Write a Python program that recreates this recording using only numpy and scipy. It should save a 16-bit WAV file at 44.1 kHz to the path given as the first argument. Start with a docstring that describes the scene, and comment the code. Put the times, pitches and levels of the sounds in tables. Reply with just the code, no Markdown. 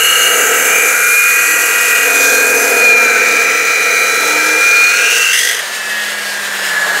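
"""On a garage floor, an abrasive chop saw cuts a steel tube. Its gears whine through a sharp resonance
of their housing and throb with the mains power; the disc rasps and the tube drones. The disc breaks
through with a chatter, the head is lifted and the saw coasts down in a rush of air.
One close microphone picks it up, nearly overloaded."""
import sys
import numpy as np
from scipy import signal
from scipy.fft import rfft
from scipy.io import wavfile
from scipy.ndimage import uniform_filter1d, minimum_filter1d, map_coordinates

SR = 44100
rng = np.random.default_rng(int(sys.argv[2]) if len(sys.argv) > 2 else 0)


def wav_out(sig):
    """Save sig, one row per channel (or a flat mono array), as 16-bit PCM at SR to the path in sys.argv[1]."""
    wavfile.write(sys.argv[1], SR, np.round(np.clip(np.atleast_2d(sig).T, -1, 1) * 32767).astype(np.int16))


N = 308700
T = np.arange(N) / SR
MOTOR_TEETH, WHEEL_TEETH = 7, 61
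GEARING = WHEEL_TEETH / MOTOR_TEETH  # motor turns per disc turn
RIPPLE_HZ = 100  # the mains power pushes the motor in pulses


def gears(speed, turns, housing_share=0.71):
    """Meeting teeth whine, and mains pulses add tones on both sides. Each swells at a housing resonance."""
    # how the gear housing resonates: pitch_hz, gain_db
    housing = [(1900, -42), (2250, -12), (2340, -11), (2390, -9), (2432, -2.5), (2475, -15), (2530, -28),
               (2620, -17.5), (2740, -1.5), (2860, -15), (3100, -28)]
    # force on the teeth: time_s, level_db
    tooth_load = [(0, -16.5), (.55, -18), (.78, -10.5), (1, -12.5), (1.25, -7.5), (2.1, -9), (2.75, -9.5),
                  (2.95, -3.5), (3.15, -11), (4.2, -13.5), (4.8, -7), (5.1, -8), (5.33, -14.5)]
    whine, power = 0, 0
    for side, db in zip(range(-2, 3), (-14, -8.5, 3.5, -2.5, -16.5)):
        gain = undb(db) * response(housing, WHEEL_TEETH * speed + side * RIPPLE_HZ)
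        # the pulses bend pitch more than level, so the side tones are out of step with the middle one
        cycles = WHEEL_TEETH * turns + side * RIPPLE_HZ * T + 0.15 * abs(side)
        whine += gain * tone(cycles, smear=0.11)
        power += gain ** 2
    whine /= np.sqrt(power) ** (1 - housing_share)  # only a share of each peak reaches the loudness
    return whine * undb(curve(tooth_load) + 1.1 * walk(12)) * fade(5.43, 5.31)


def cut(turns):
    """The disc's rim shakes tube, frame and disc on every turn, while its grains tear the steel."""
    # how hard the tube is shaken: time_s, level_db
    tube_shaking = [(.12, -26), (.3, -19.5), (.8, -21), (1.2, -31), (1.6, -26.5), (1.9, -27.5), (2.15, -21),
                    (2.8, -17.5), (3.6, -24.5), (4.25, -22), (4.8, -26), (5.18, -26), (5.28, -34),
                    (5.52, -30.5)]
    # the disc rings until the slot pinches it, and again as the tube parts: time_s, level_db
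    disc_ringing = [(0.1, -17), (.7, -21.5), (1.1, -32), (1.45, -26.5), (2.02, -21), (2.3, -36.5),
                    (4.8, -32), (5.08, -16), (5.3, -16), (5.5, -23)]
    # the disc squeals in the slot: start_s, end_s, level_db
    squeals = [(-.2, .33, -25), (2.3, 2.45, -39), (2.8, 3.05, -36), (4.75, 5.05, -25)]
    # spectra of the tube, frame, disc and squeal: pitch_hz, level_db
    tube_spectrum = [(82, -65), (140, -37), (158, -26), (204, -21), (231, -17), (306, -11.5), (382, -11.5),
                     (436, 1.5), (461, 4), (509, 2), (567, -13.5), (696, -3), (769, -12), (936, -13.5),
                     (1000, -16), (1300, -27), (2200, -120)]
    frame_spectrum = [(560, -40), (950, -18), (1040, -19), (1290, -3), (1380, -1), (1500, -4), (1550, 1),
                      (1620, 5), (1730, -7), (1800, -3), (1960, -0.5), (2150, -4), (2300, -2),
                      (2990, -16.5), (5060, -120)]
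    disc_spectrum = [(2450, -15.5), (2600, -2), (2720, 9), (2780, -5), (2845, 12), (2920, 0.5), (3020, -8),
                     (3170, -4.5), (3400, -17)]
    squeal_spectrum = [(4120, -12), (4270, 2), (4400, -21)]
    ripple = np.cos(2 * np.pi * RIPPLE_HZ * T)
    # in the tube's first and last wall the turns are much alike; between them, less so
    repeat = .66 - .26 * fade(2.0, 3.0) + .2 * fade(4.8, 5.08)
    shake = wander(rim(turns, repeat), spread_db=3.5, width_hz=80, span_s=.4)
    drone = undb(curve(tube_shaking) + .5) * colour(rim(turns, 0.57 * repeat), tube_spectrum)
    frame = undb(-14.5 - 0.27 * T) * colour(shake * (1 + 0.05 * ripple), frame_spectrum)
    disc = undb(curve(disc_ringing)) * colour(rim(turns, repeat) * (1 + 0.069 * ripple), disc_spectrum)
    squeal = swells(squeals, edge_s=0.11) * colour(shake, squeal_spectrum)
    grinding = frame + disc + squeal + rings(shake) + grains(turns, ripple)
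    contact = undb(-6 * fade(5.28, 5.42))  # the disc touches less and less as the tube parts
    return (drone + grinding * contact) * fade(5.65, 5.51)


def grains(turns, ripple, first_wall_ends_s=2.75):
    """Abrasive grains rasp through the steel; the tube's thin first wall adds a bright sizzle."""
    # the disc grabs and scrapes harder: start_s, end_s, gain_db
    scrapes = [(2.18, 2.34, 6), (5.127, 5.205, 5.5), (5.338, 5.51, 6)]
    # spectra of the rasp and the sizzle: pitch_hz, level_db
    rasp_spectrum = [(1820, -61), (3100, -4.5), (3210, -8.5), (3770, -5.5), (4230, -5), (5100, -6.5),
                     (6160, 1.5), (6720, -2.5), (8060, -6), (10000, -11), (11100, -9), (12500, -13.5),
                     (15500, -15)]
    sizzle_spectrum = [(3410, -37), (5800, -27), (6190, 1), (6430, -3), (6780, -2), (7450, -2.5),
                       (8290, -7), (9540, -6.5), (10400, -12.5), (11000, -3), (11500, -0.5), (12500, -13),
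                       (14400, -12.5), (15500, -17)]
    scrape_db = sum(db * swell(start, end, edge_s=0.087) for start, end, db in scrapes)
    rasp = undb(-23.5 + 1.0 * T + scrape_db) * colour(grit(), rasp_spectrum)
    sizzle_db = -14.5 - 1.86 * T - 40 * np.maximum(T - first_wall_ends_s, 0)
    sizzle = undb(sizzle_db) * colour(grit(), sizzle_spectrum)
    bite = undb(0.64 * walk(35) + 0.55 * np.sin(2 * np.pi * turns) + 0.26 * ripple)
    return bite * (rasp + sizzle)


def rings(shake, width_hz=106):
    """The shaking makes single resonances of frame, disc or tube ring out for a moment."""
    # ringing notes: start_s, end_s, pitch_hz, level_db
    notes = [(-.1, 0.327, 2864, -16), (0.583, 0.804, 6330, -24), (.92, 1.13, 1454, -20),
             (1.3, 2.04, 1914, -23), (2.243, 2.633, 1603, -22.5), (2.55, 2.66, 6160, -22),
             (3.05, 3.21, 1505, -20), (4.22, 4.6, 910, -32), (4.954, 5.195, 1616, -19.5),
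             (5.283, 5.378, 2880, -17), (5.38, 5.54, 3310, -20), (5.38, 5.52, 5240, -22)]
    return sum(swell(start, end, edge_s=0.045) * undb(db) * unit(resonate(shake, hz, width_hz))
               for start, end, hz, db in notes)


def chatter(scrape_s=0.013, rise_s=0.00072):
    """The disc knocks against the parting tube; each knock is a short scrape that makes it ring."""
    # knocks: time_s, peak_db
    knocks = [(5.2244, -12), (5.2544, -18), (5.2824, -16), (5.3124, -12), (5.3314, 7), (5.3464, -11),
              (5.3567, -5), (5.3744, -3), (5.39, 1), (5.4114, -7), (5.4314, -5), (5.4503, -3.5),
              (5.473, -6), (5.49, -4), (5.5124, -6), (5.5304, -10), (5.547, -9), (5.5672, -13),
              (5.5907, -8), (5.896, -14)]
    # the tube's resonances: pitch_hz, width_hz, level_db
    resonances = [(1920, 300, 2.5), (2850, 220, -19), (3280, 570, -3.5), (5100, 420, -7.5),
                  (6220, 770, -7.5), (8130, 640, -10), (9400, 550, -11), (10770, 790, -13.5),
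                  (11800, 760, -14)]
    push = np.zeros(N)
    age = np.arange(SR // 10) / SR
    for time_s, db in knocks:
        start = int((time_s - .002) * SR)
        push[start:start + len(age)] += undb(db) * np.exp(-age / scrape_s) * (1 - np.exp(-age / rise_s))
    ring = sum(undb(db) * resonate(push * noise(), hz, width) for hz, width, db in resonances)
    return undb(7.5 - 6 * fade(5.4, 5.3)) * ring  # the uncut wall still damps the first knocks


def motor(speed, turns):
    """The working motor thuds, hums and sings; the hum and the singing throb with the mains."""
    # the motor's high singing tone: time_s, level_db
    singing = [(0, -51), (2.2, -37), (2.38, -26), (2.6, -48), (2.85, -26), (3.3, -35.5), (4.28, -25),
               (4.45, -31), (5.2, -38)]
    idle_db = -1 + fade(.1, .8)  # a little weaker until the disc has sunk in
    # the thud grows as the disc is dragged down to 38.2 turns a second
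    thud = undb(-49.5 + idle_db - 3 * np.maximum(speed - 38.2, 0)) * tone(GEARING / 2 * turns)
    hum = undb(-23.5 + idle_db + 2.0 * walk(4.07)) * tone(4 * GEARING * turns, smear=0.6)
    flutter = 1 + 0.22 * np.sin(2 * np.pi * turns)
    sing = undb(curve(singing)) * flutter * tone(12 * GEARING * turns, smear=.4)
    throb = 1 + 0.6 * np.sin(2 * np.pi * RIPPLE_HZ * T)
    return (thud + (hum + sing) * throb) * fade(5.6, 5.0)


def wobble(turns, gain_db=1):
    """The disc wobbles and booms at multiples of its speed."""
    # booms: start_s, end_s, cycles_per_turn, level_db
    booms = [(.5, 1.0, 8, -39), (1.4, 1.95, 8, -38.5), (1.45, 3.3, 24, -40), (2.05, 2.75, 7, -36),
             (2.15, 3.5, 6, -41), (2.4, 4.0, 8, -40), (4.15, 4.65, 8, -32), (4.2, 4.85, 21.75, -39),
             (4.2, 4.5, 24, -39)]
    sound = 0
    for start, end, per_turn, db in booms:
        gain = swell(start, end, edge_s=.12) * undb(db + gain_db + 2.0 * walk(4.68))
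        sound += gain * tone(per_turn * turns, smear=0.21)
    return sound * fade(5.6, 5.0)


def coast(speed, turns):
    """Power off: air rushes round the disc and rings in its guard; fan and gear tones sink."""
    # spectra of the rushing air, the guard and the hiss: pitch_hz, level_db
    rush_spectrum = [(140, -20.5), (250, -19), (420, -8), (600, -3.5), (800, -6.5), (1200, -4), (1450, -5)]
    guard_spectrum = [(1000, -35), (1400, -7.5), (1700, -3), (2000, -7), (2350, -22), (3000, -31)]
    hiss_spectrum = [(1350, -29), (2300, 0.5), (2450, -5), (2680, -2.5), (2760, -1.5), (4910, -6.5),
                     (6090, -8.5), (6810, -6), (7610, -8.5), (8250, -8), (10600, -13), (12900, -15),
                     (15500, -22)]
    # one fan tone flares up: start_s, end_s, level_db
    fan_flares = [(5.9, 6.03, -28), (6.76, 6.84, -21)]
    # the slack gears sing briefly: start_s, end_s, level_db
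    gear_sings = [(5.73, 6.04, -29)]
    opened = fade(6.37, 6.91)  # air and fan get louder as the head is lifted
    eddies = wander(noise(), spread_db=2.2, width_hz=120, span_s=.15)
    air = undb(-29 + 6.5 * opened) * colour(noise(), rush_spectrum)
    air += undb(-26 + 8 * opened + 0.76 * walk(9)) * colour(rim(turns, repeat=0.31), guard_spectrum)
    air += undb(-23 + 3 * opened + 1.2 * walk(30)) * colour(eddies, hiss_spectrum)
    fan_per_turn = (40, 5 * GEARING, 44, 48)
    fan_db, open_boost_db = (-24.5, -35.5, -26.5, -29), (2, 15, 11.5, 6)
    fan = 0
    for per_turn, db, boost_db in zip(fan_per_turn, fan_db, open_boost_db):
        gain = undb(db + boost_db * opened + 2.5 * walk(8)) * response(guard_spectrum, per_turn * speed)
        fan += gain * tone(per_turn * turns)
    flare = swells(fan_flares, edge_s=0.017) * tone(44 * turns)
    teeth = swells(gear_sings, edge_s=.13) * undb(1.5 * walk(30)) * tone(WHEEL_TEETH * turns, smear=.5)
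    disc_hum = undb(-42.5) * fade(5.5, 6.0) * tone(5 * turns)
    return (air + fan + flare + teeth + disc_hum) * fade(5.45, 5.6)


def garage():
    """The faint, low rumble of the room."""
    # its spectrum: pitch_hz, level_db
    rumble = [(12, -55), (20, -25), (32, -27), (70, -5), (129, -12), (153, -20), (170, 0), (220, -23),
              (370, -120)]
    return undb(-55.5) * colour(noise(), rumble)


def disc_speed(power_off_s=5.39, half_speed_after_s=8.28):
    """Pressing into the tube slows the disc; once the power is off, air drag does."""
    # disc speed under power: time_s, turns_per_s
    powered_speed = [(0, 37.3), (.25, 36.95), (.5, 37.7), (.6, 37.2), (.77, 38.35), (1, 38.97),
                     (1.22, 40.05), (1.48, 40.56), (2, 40.56), (2.28, 40.18), (2.6, 40.44), (2.78, 40.38),
                     (3.23, 38.13), (3.6, 38.42), (3.9, 38.2), (4.28, 38.14), (4.6, 39.42), (4.85, 39.87),
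                     (5, 41.2), (5.15, 41.84), (5.3, 44.26), (5.39, 45.37)]
    return curve(powered_speed) / (1 + np.maximum(T - power_off_s, 0) / half_speed_after_s)


def rim(turns, repeat, size=1024):
    """Bumps round the disc: the share `repeat` comes back every turn, the rest is new each time."""
    bumps = np.fft.irfft(np.exp(2j * np.pi * rng.random(size // 2 + 1)))
    same = unit(map_coordinates(bumps, [turns * size % size], order=3, mode="grid-wrap"))
    return np.sqrt(repeat) * same + np.sqrt(1 - repeat) * noise()


def grit():
    """Dense scratches from grains of unequal size, with a shifting tone colour."""
    grain_db = 1.5 * np.repeat(rng.exponential(size=N // 10 + 1), 10)[:N]
    return wander(noise() * undb(grain_db), spread_db=2.8, width_hz=140, span_s=.22)


def wander(x, spread_db, width_hz, span_s, size=1024):
    """Resonances that come and go: each narrow band swells and fades by itself."""
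    hz, times, bands = signal.stft(x, SR, nperseg=size)
    places = np.meshgrid(hz / width_hz, times / span_s, indexing="ij")
    drift = map_coordinates(rng.standard_normal((size // 4, size // 4)), places, order=1, mode="mirror")
    return unit(signal.istft(bands * undb(spread_db * drift), SR, nperseg=size)[1][:N])


def resonate(x, hz, width_hz):
    """Pass a sound twice through one resonance."""
    peak = signal.iirpeak(hz, hz / width_hz, SR)
    return signal.lfilter(*peak, signal.lfilter(*peak, x))


def response(spectrum, hz):
    """Gain of a spectrum at any pitch, falling 60 dB an octave beyond its ends."""
    pitches, db = np.transpose(spectrum)
    octave, points = np.log2(np.maximum(hz, 1)), np.log2(pitches)
    outside = np.abs(octave - np.clip(octave, points[0], points[-1]))
    return undb(np.interp(octave, points, db) - 60 * outside)


def colour(x, spectrum):
    """Shape a sound with a spectrum, at strength 1."""
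    return unit(np.fft.irfft(rfft(x) * response(spectrum, np.arange(N // 2 + 1) * SR / N), N))


def tone(cycles, smear=0.2):
    """A sine wave of strength 1 whose phase trembles by about `smear` radians."""
    return np.sqrt(2) * np.sin(2 * np.pi * cycles + smear * walk(40))


def walk(rate):
    """A smooth random drift of size about 1, with `rate` new values a second."""
    hold = int(SR / rate)
    steps = np.repeat(rng.standard_normal(N // hold + 1), hold)
    return 1.257 * uniform_filter1d(uniform_filter1d(steps, hold), hold)[:N]


def swells(table, edge_s):
    """Summed gain of swells given as start_s, end_s, level_db."""
    return sum(swell(start, end, edge_s) * undb(db) for start, end, db in table)


def swell(start, end, edge_s):
    """Rise, hold and fall, within 0-1; edge_s is half the rise or fall."""
    return fade(start - edge_s, start + edge_s) * fade(end + edge_s, end - edge_s)


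def fade(start, end):
    """0 at the start time, 1 at the end time; with the later time first, it fades out."""
    return np.clip((T - start) / (end - start), 0, 1)


def curve(table):
    """Join rows of time_s, value with straight lines."""
    return np.interp(T, *np.transpose(table))


def noise():
    """White noise."""
    return rng.standard_normal(N)


def unit(x):
    """Scale to an average strength (rms) of 1."""
    return x / np.sqrt(np.mean(x ** 2))


def undb(db):
    """Decibels to gain."""
    return 10 ** (np.asarray(db) / 20)


def limit(x, ceiling_db=1, reaction_s=0.013):
    """Turn the whole sound down around peaks that pass the ceiling."""
    size = int(reaction_s * SR)
    gain = np.minimum(1, undb(ceiling_db) / (np.abs(x) + 1e-9))
    return x * uniform_filter1d(minimum_filter1d(gain, size), size)


def scene():
    """The saw's tones and grinding follow the turning disc; both channels are alike."""
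    speed = disc_speed()
    turns = np.cumsum(speed * (1 + 0.00041 * walk(14))) / SR
    drive = gears(speed, turns) + wobble(turns) + motor(speed, turns)
    saw = drive + cut(turns) + chatter() + coast(speed, turns)
    return np.tile(saw + garage(), (2, 1))


def record(dry):
    """The recorder limits and rounds the highest peaks, then cuts the deepest bass and the top."""
    bottom_hz, top_hz = 45, 15700
    held = limit(dry)
    rounded = held / (1 + held ** 20) ** (1 / 20)
    trimmed = signal.sosfilt(signal.butter(2, bottom_hz, "high", fs=SR, output="sos"), rounded)
    return signal.sosfilt(signal.ellip(12, .1, 80, top_hz, fs=SR, output="sos"), trimmed)


dry = scene()
out = record(dry)
wav_out(out)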